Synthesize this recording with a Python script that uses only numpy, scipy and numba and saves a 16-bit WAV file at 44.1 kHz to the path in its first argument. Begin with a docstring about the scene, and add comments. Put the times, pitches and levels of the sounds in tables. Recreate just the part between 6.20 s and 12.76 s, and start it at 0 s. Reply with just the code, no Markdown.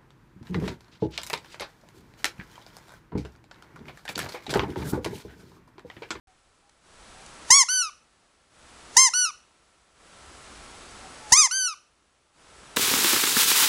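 """In a quiet living room, a rubber toy is squeezed three times close to the microphone.
Each squeeze drives air through a reed, whose pulses excite the resonances of a short pipe, and the
squeak starts with a low thump; on release the elastic bulb sucks air in with a higher, softer squeak.
Beneath lie room hiss, the rumble of a hand on the microphone, faint far whines and two ticks.
Automatic gain control ducks at every squeeze, then lets the hiss swell back up."""
import sys
import numpy as np
from scipy import signal
from scipy.fft import rfft, irfft
from scipy.io import wavfile
from scipy.ndimage import uniform_filter1d, minimum_filter1d
from numba import njit

SR = 44100
rng = np.random.default_rng(int(sys.argv[2]) if len(sys.argv) > 2 else 0)


def generate_wav(signal):
    """Clip the signal to [-1, 1] and save it as 16-bit WAV at the path in sys.argv[1]."""
    frames = np.transpose(np.atleast_2d(signal))
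    scaled = np.clip(frames, -1, 1) * 32767
    pcm = np.round(scaled).astype(np.int16)
    wavfile.write(sys.argv[1], SR, pcm)


N = 289384
TIME = np.arange(N) / SR

# Spectra of the noise sources. Each row: frequency in Hz, relative spectral density in dB.
HISS_SPECTRUM = [(20, -19), (45, -6), (70, -5), (110, -13), (200, -11.5), (520, -11.5), (1300, -12),
                 (2000, -16), (8000, -22), (10400, -23.5), (11000, -42)]
RUSH_SPECTRUM = [(500, -9), (1500, -5.5), (3200, -10.5), (6400, -1), (8000, -6.5), (10500, -7.5),
                 (11500, -41.5)]
THUMP_SPECTRUM = [(20, -5.5), (50, 2.5), (90, -0.5), (160, -5), (240, -18), (600, -35), (3000, -72)]
ONSET_SPECTRUM = [(60, -18.5), (250, -6.5), (450, -2.5), (700, -5), (1500, -5), (6000, -48.5)]
# Thin tones in the hiss. Each row: frequency in Hz, level in dB.
HISS_TONES = [(1335, -61), (7865, -65)]
# Far whines. Each row: start in seconds, length in seconds, first and last pitch in Hz, level in dB.
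FAR_WHINES = [(0.044, 0.1, 785, 724, -44.5), (0.404, 0.11, 790, 822, -49), (0.902, 0.17, 715, 817, -53.5),
              (2.608, 0.074, 954, 910, -52.5), (4.803, 0.088, 782, 746, -50),
              (4.993, 0.16, 892, 800, -49.5)]
# Handling ticks. Each row: time in seconds, level in dB, spectral peak in Hz.
HANDLING_TICKS = [(0.495, -35, 2200), (1.063, -39, 6500)]
# Squeezes, each an arch of hand pressure with one extra push. Each row: start in seconds, length in
# seconds, arch pitch in Hz, push rise in Hz, push delay and width in seconds, level in dB, brief louder
# start in dB, its length in seconds, push accent in dB, sag in dB per second, rush and thump in dB.
SQUEEZE_STROKES = [(1.301, 0.14, 964, 171, 0.066, 0.07, 8, 3, 0.014, 0, 42.5, -37, -13),
                   (2.7641, 0.13, 1008, 73, 0.039, 0.054, 4, 4, 0.018, 1, 42, -36.5, -24),
                   (5.118, 0.16, 1116, 127, 0.076, 0.033, 3.5, 8.5, 0.025, 4.5, 8.5, -37, -0.5)]
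# Releases of the bulb. Each row: start in seconds, length in seconds, top pitch in Hz, delays of the top
# and of the pitch break in seconds, level in dB.
RELEASE_STROKES = [(1.482, 0.22, 1526, 0.063, 0.14, -3.5), (2.932, 0.18, 1487, 0.058, 0.12, -3.5),
                   (5.306, 0.24, 1559, 0.068, 0.17, -3)]
# Response of the pipe to outward and inward flow. Each row: frequency in Hz, relative gain in dB.
OUTFLOW_RESPONSE = [(800, -7), (1200, -13), (2100, -9.5), (2500, -16), (2850, -23), (3300, -16.5),
                    (3900, -18), (4900, -6.5), (5600, -1.5), (6400, 0.5), (7000, -3.5), (7900, -12.5),
                    (8600, -10.5), (10800, -16.5)]
INFLOW_RESPONSE = [(1100, -6.5), (1550, -6.5), (2600, -7.5), (3100, -12), (3800, -9.5), (4500, -6),
                   (5000, -0.5), (5900, 2.1), (6400, -1), (7300, -14), (7850, -20), (8700, -8.5),
                   (9600, -10.5), (10800, -10)]
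# Early reflections off the furniture. Each row: delay in seconds, gain in dB.
REFLECTIONS = [(.0029, -33), (.0056, -30), (0.0111, -29)]
# Reverberation of the room. Each row: frequency in Hz, time to decay by 60 dB in seconds.
REVERB_TIMES = [(200, 0.32), (1400, 0.32), (3000, 0.44), (6000, 0.28), (11000, 0.36)]


def from_db(db):
    """Amplitude grows tenfold for every 20 dB."""
    return 10 ** (np.asarray(db) / 20)


def unit_rms(x):
    """Dividing by the rms gives a signal unit power."""
    return x / np.sqrt(np.mean(x ** 2) + 1e-20)


def at_hz(points, hz):
    """Interpolation along a logarithmic frequency axis."""
    points = np.array(points)
    return np.interp(np.log(np.maximum(hz, 1)), np.log(points[:, 0]), points[:, 1])


def noise(spectrum):
    """Spectral weighting turns white noise into coloured noise, of rms 1."""
    white = rfft(rng.standard_normal(N))
    return unit_rms(irfft(white * from_db(at_hz(spectrum, np.fft.rfftfreq(N, 1 / SR))), N))


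def drift(rate_hz):
    """Low-pass filtering turns noise into a slow wander, of rms 1."""
    lowpass = signal.butter(2, rate_hz, fs=SR, output="sos")
    return unit_rms(signal.sosfilt(lowpass, rng.standard_normal(N)))


def burst(at, rise_s, fall_s):
    """A transient's envelope: exponential growth to a peak, then exponential decay."""
    return np.exp(-np.maximum((at - TIME) / rise_s, (TIME - at) / fall_s))


def hiss():
    """Stationary broadband noise, with two thin, wavering tones superposed."""
    out = from_db(-45.5) * noise(HISS_SPECTRUM)
    for centre_hz, db in HISS_TONES:
        hz = centre_hz * (1 + .003 * drift(40))
        out += from_db(db) * np.sqrt(2) * np.sin(2 * np.pi * np.cumsum(hz) / SR)
    return out


def hand_rumble():
    """Structure-borne sound: the hand shakes the microphone, most strongly while it settles."""
    settle_db, settle_s = 16.5, 0.5
    db = -63 + 4.0 * drift(5) + settle_db * np.exp(-TIME / settle_s)
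    return from_db(db) * noise([(10, -8.5), (25, -2.5), (60, -7.0), (150, -20.0), (600, -58)])


def far_whines():
    """Frequency modulation: short, nearly pure tones glide and waver far off."""
    out, waver = np.zeros(N), 1 + 0.0022 * drift(40)
    for at, length, start_hz, end_hz, db in FAR_WHINES:
        along = np.clip((TIME - at) / length, 0, 1)
        hz = (start_hz + (end_hz - start_hz) * along) * waver
        out += from_db(db) * np.sqrt(2) * np.sin(np.pi * along) * np.sin(2 * np.pi * np.cumsum(hz) / SR)
    return out


def handling_ticks():
    """A brief contact spreads its energy over a wide band."""
    out = np.zeros(N)
    for at, db, hz in HANDLING_TICKS:
        spectrum = [(hz / 4, -12), (hz, 0), (10000, -6), (11500, -40)]
        out += from_db(db) * noise(spectrum) * burst(at, rise_s=0.00088, fall_s=0.0028)
    return out


def air_rush():
    """Turbulence: air forced through the squeaker hisses as each squeeze begins."""
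    envelope = sum(from_db(db) * burst(at, rise_s=.02, fall_s=.06) for at, *_, db, _ in SQUEEZE_STROKES)
    return envelope * noise(RUSH_SPECTRUM)


def pipe(x, response, size=1024):
    """Resonance: the pipe rings after each pulse, as a minimum-phase filter."""
    cepstrum = irfft(np.log(from_db(at_hz(response, np.fft.rfftfreq(size, 1 / SR)))))
    cepstrum[1:size // 2] *= 2
    cepstrum[size // 2 + 1:] = 0
    return signal.fftconvolve(x, irfft(np.exp(rfft(cepstrum))))[:len(x)]


def reed(start, pitch, db, response, jitter, shimmer_db, air_db, dulling, attack_s, release_s):
    """Source and filter: the reed shuts once a cycle; its pulses and gated turbulence excite the pipe."""
    t = TIME[:len(pitch)]
    span = int(start * SR) + np.arange(len(t))
    hz = uniform_filter1d(pitch, size=130) * (1 + jitter * drift(190)[span])
    phase = 2 * np.pi * np.cumsum(hz) / SR
    harmonic = np.arange(1, 15)[:, None]
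    gate = np.clip(np.minimum(t / attack_s, (t[-1] - t) / release_s), 0, 1)
    # Weak flow shuts the reed softly, so the upper harmonics fall away.
    db_per_octave = dulling * (db - db.max()) - 10.5 * (1 - gate)
    band_limit = np.clip((11400 - harmonic * hz) / 700, 0, 1)
    amplitudes = from_db(db_per_octave * np.log2(harmonic)) * band_limit
    lag = .4 * harmonic ** 2  # closure takes time, so upper harmonics come late
    pulses = unit_rms((amplitudes * np.cos(harmonic * phase - lag)).sum(axis=0))
    air = from_db(air_db) * rng.standard_normal(N)[span] * (1 + np.cos(phase))
    tone = pipe(pulses + air, response)
    tone /= np.sqrt(uniform_filter1d(tone ** 2, size=220) + 1e-9)
    out = np.zeros(N)
    out[span] = tone * gate ** 2 * from_db(db + shimmer_db * drift(120)[span])
    return out


def squeak_out(at, length, arch_hz, push_hz, push_after, push_width,
               level_db, onset_db, onset_s, push_db, sag_db_per_s):
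    """Mode locking: pitch follows hand pressure, but sticks where a harmonic meets a pipe resonance."""
    reed_hz, resonance_hz = 767, 6261
    lock_width_hz, lock_pull, lock_db = 50, 0.81, 1.5
    fade_s, fade_db = 0.023, 13
    t = TIME[TIME < length]
    arch = (1 - (2 * t / length - 1) ** 2) ** 0.49  # steep flanks, flat top
    push = np.exp(-((t - push_after) / push_width) ** 2)
    pitch = reed_hz + (arch_hz - reed_hz) * arch + push_hz * push
    mistuning = pitch - resonance_hz / np.array([[5], [6]])  # fifth and sixth harmonics
    locked = np.exp(-(mistuning / lock_width_hz) ** 2)
    pitch = pitch - lock_pull * (mistuning * locked).sum(axis=0)
    onset = np.clip((onset_s - t) / .003, 0, 1)
    emptying = np.clip(1 - (length - t) / fade_s, 0, 1)
    accents = onset_db * onset + push_db * push + lock_db * locked.sum(axis=0)
    db = level_db + accents - sag_db_per_s * t - fade_db * emptying
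    spit_db = -50.5 + 26.5 * np.exp(-t / 0.018)  # the squeak starts breathy
    return reed(at, pitch, db, OUTFLOW_RESPONSE, jitter=0.0016, shimmer_db=0.64, air_db=spit_db,
                dulling=0.13, attack_s=0.0055, release_s=.003)


def onset_thumps():
    """A smooth pulse holds mostly low frequencies: a thump and rumbling tail start each loud squeak."""
    delay_s, half_width_s = 0.0058, 0.0013
    out, tail = np.zeros(N), from_db(-10) * noise(THUMP_SPECTRUM)
    for at, *_, db in SQUEEZE_STROKES:
        pulse = np.exp(-((TIME - at - delay_s) / half_width_s) ** 2)
        out += from_db(db) * (pulse + tail * burst(at + delay_s, rise_s=0.0015, fall_s=0.0097))
    return out


def onset_bursts():
    """Onset transient: a brief burst of low-mid noise at the start of each loud squeak."""
    envelope = sum(burst(at + 0.0071, rise_s=0.00067, fall_s=0.0087) for at, *_ in SQUEEZE_STROKES)
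    return from_db(-14.5) * envelope * noise(ONSET_SPECTRUM)


def squeak_in(at, length, top_hz, top_after, break_after, level_db):
    """Elastic recoil draws air back in: the pitch arches, then breaks and slides as suction runs out."""
    shoulder_hz, break_hz, slide_end_hz = 1444.7, 1367, 1180
    scoop_hz, scoop_s, break_s, stall_hz, stall_s = 482, 0.0038, 0.007, 200, 0.00514
    swell_db, break_db, fade_db, flutter_db = 2.5, 2.5, 16.5, 1.8
    t = TIME[TIME < length]
    before_top = np.clip(1 - t / top_after, 0, 1)
    drooping = np.clip((t - top_after) / (break_after - top_after), 0, 1)
    sliding = np.clip((t - break_after) / (length - break_after), 0, 1)
    broken = np.clip((t - break_after) / break_s + .5, 0, 1)
    arch = top_hz - (top_hz - shoulder_hz) * (before_top ** 2 + drooping ** 1.35)
    slide = break_hz + (slide_end_hz - break_hz) * sliding
    pitch = (1 - broken) * arch + broken * slide
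    pitch = pitch - scoop_hz * np.exp(-t / scoop_s) - stall_hz * np.exp((t - length) / stall_s)
    fading_db = sliding * (fade_db + flutter_db * drift(110)[:len(t)])
    db = level_db - swell_db * before_top - break_db * broken - fading_db
    return reed(at, pitch, db, INFLOW_RESPONSE, jitter=0.00045, shimmer_db=0.55, air_db=-48,
                dulling=0.49, attack_s=0.0064, release_s=0.0049)


def room(x, wet_db):
    """Reverberation: early reflections, then a diffuse tail in which each band decays at its own rate."""
    t = TIME[:SR * 2 // 3]
    response, edges = np.zeros(len(t)), np.geomspace(150, 11000, 9)
    for low, high in zip(edges, edges[1:]):
        bandpass = signal.butter(2, [low, high], "band", fs=SR, output="sos")
        band = signal.sosfilt(bandpass, rng.standard_normal(len(t)))
        hz = np.sqrt(low * high)
        response += band * from_db(-60 * t / at_hz(REVERB_TIMES, hz) - 0.5 * np.log2(hz))
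    response *= np.clip(t / 0.027, 0, 1)  # the diffuse field builds up
    response *= from_db(wet_db) / np.sqrt(np.sum(response ** 2))
    for delay, db in REFLECTIONS:
        response[int(delay * SR)] += from_db(db)
    return x + signal.fftconvolve(x, response)[:N]


def scene():
    """Superposition: toy and whines reverberate; thumps, hiss and handling noise add directly."""
    toy = air_rush() + onset_bursts()
    toy += sum(squeak_out(*stroke) for *stroke, _, _ in SQUEEZE_STROKES)
    toy += sum(squeak_in(*stroke) for stroke in RELEASE_STROKES)
    reverberant = room(toy + far_whines(), wet_db=-21.5)
    return (reverberant + onset_thumps() + hiss() + handling_ticks() + hand_rumble())[None]


@njit
def ride_gain(level, ceiling, loud, hold, recovery, gain, wait):
    """Limiting: gain drops at once to keep under the ceiling, holds while loud, then relaxes toward 1."""
    out = np.empty(len(level))
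    for i in range(len(level)):
        if level[i] * gain > ceiling:
            gain = ceiling / level[i]
        if level[i] * gain > loud:
            wait = hold
        elif wait > 0:
            wait -= 1
        else:
            gain += (1 - gain) * recovery
        out[i] = gain
    return out


def gain_control(x, ceiling_db, loud_db, hold_s, recovery_s, first_gain_db, first_wait_s):
    """Envelope following: the rms level a few milliseconds ahead steers a gain that starts out low."""
    level = np.sqrt(np.abs(uniform_filter1d(x ** 2, size=260)))
    ahead = -minimum_filter1d(-level, size=220)
    return x * ride_gain(ahead, float(from_db(ceiling_db)), float(from_db(loud_db)), float(hold_s * SR),
                         1 / (recovery_s * SR), float(from_db(first_gain_db)), float(first_wait_s * SR))


def record(dry):
    """Gain control, then aliasing from half-rate sampling, clipping of the peaks and a treble cut."""
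    switch_on_s, overload, stopband_hz = 0.072, .72, 16600
    x = gain_control(dry[0], ceiling_db=-8.5, loud_db=-17.5, hold_s=0.87, recovery_s=0.4,
                     first_gain_db=-19.0, first_wait_s=.61)
    x = x * (TIME > switch_on_s)
    # Keeping every other sample mirrors the highest harmonics about 11 kHz.
    x = 2 * x * (np.arange(N) % 2)
    x = np.convolve(x, signal.firwin(57, 11100, fs=SR), "same")
    x = np.clip(x, -overload, overload)
    return signal.sosfilt(signal.cheby2(16, 50, stopband_hz, fs=SR, output="sos"), x)[None]


dry = scene()
out = record(dry)
generate_wav(out)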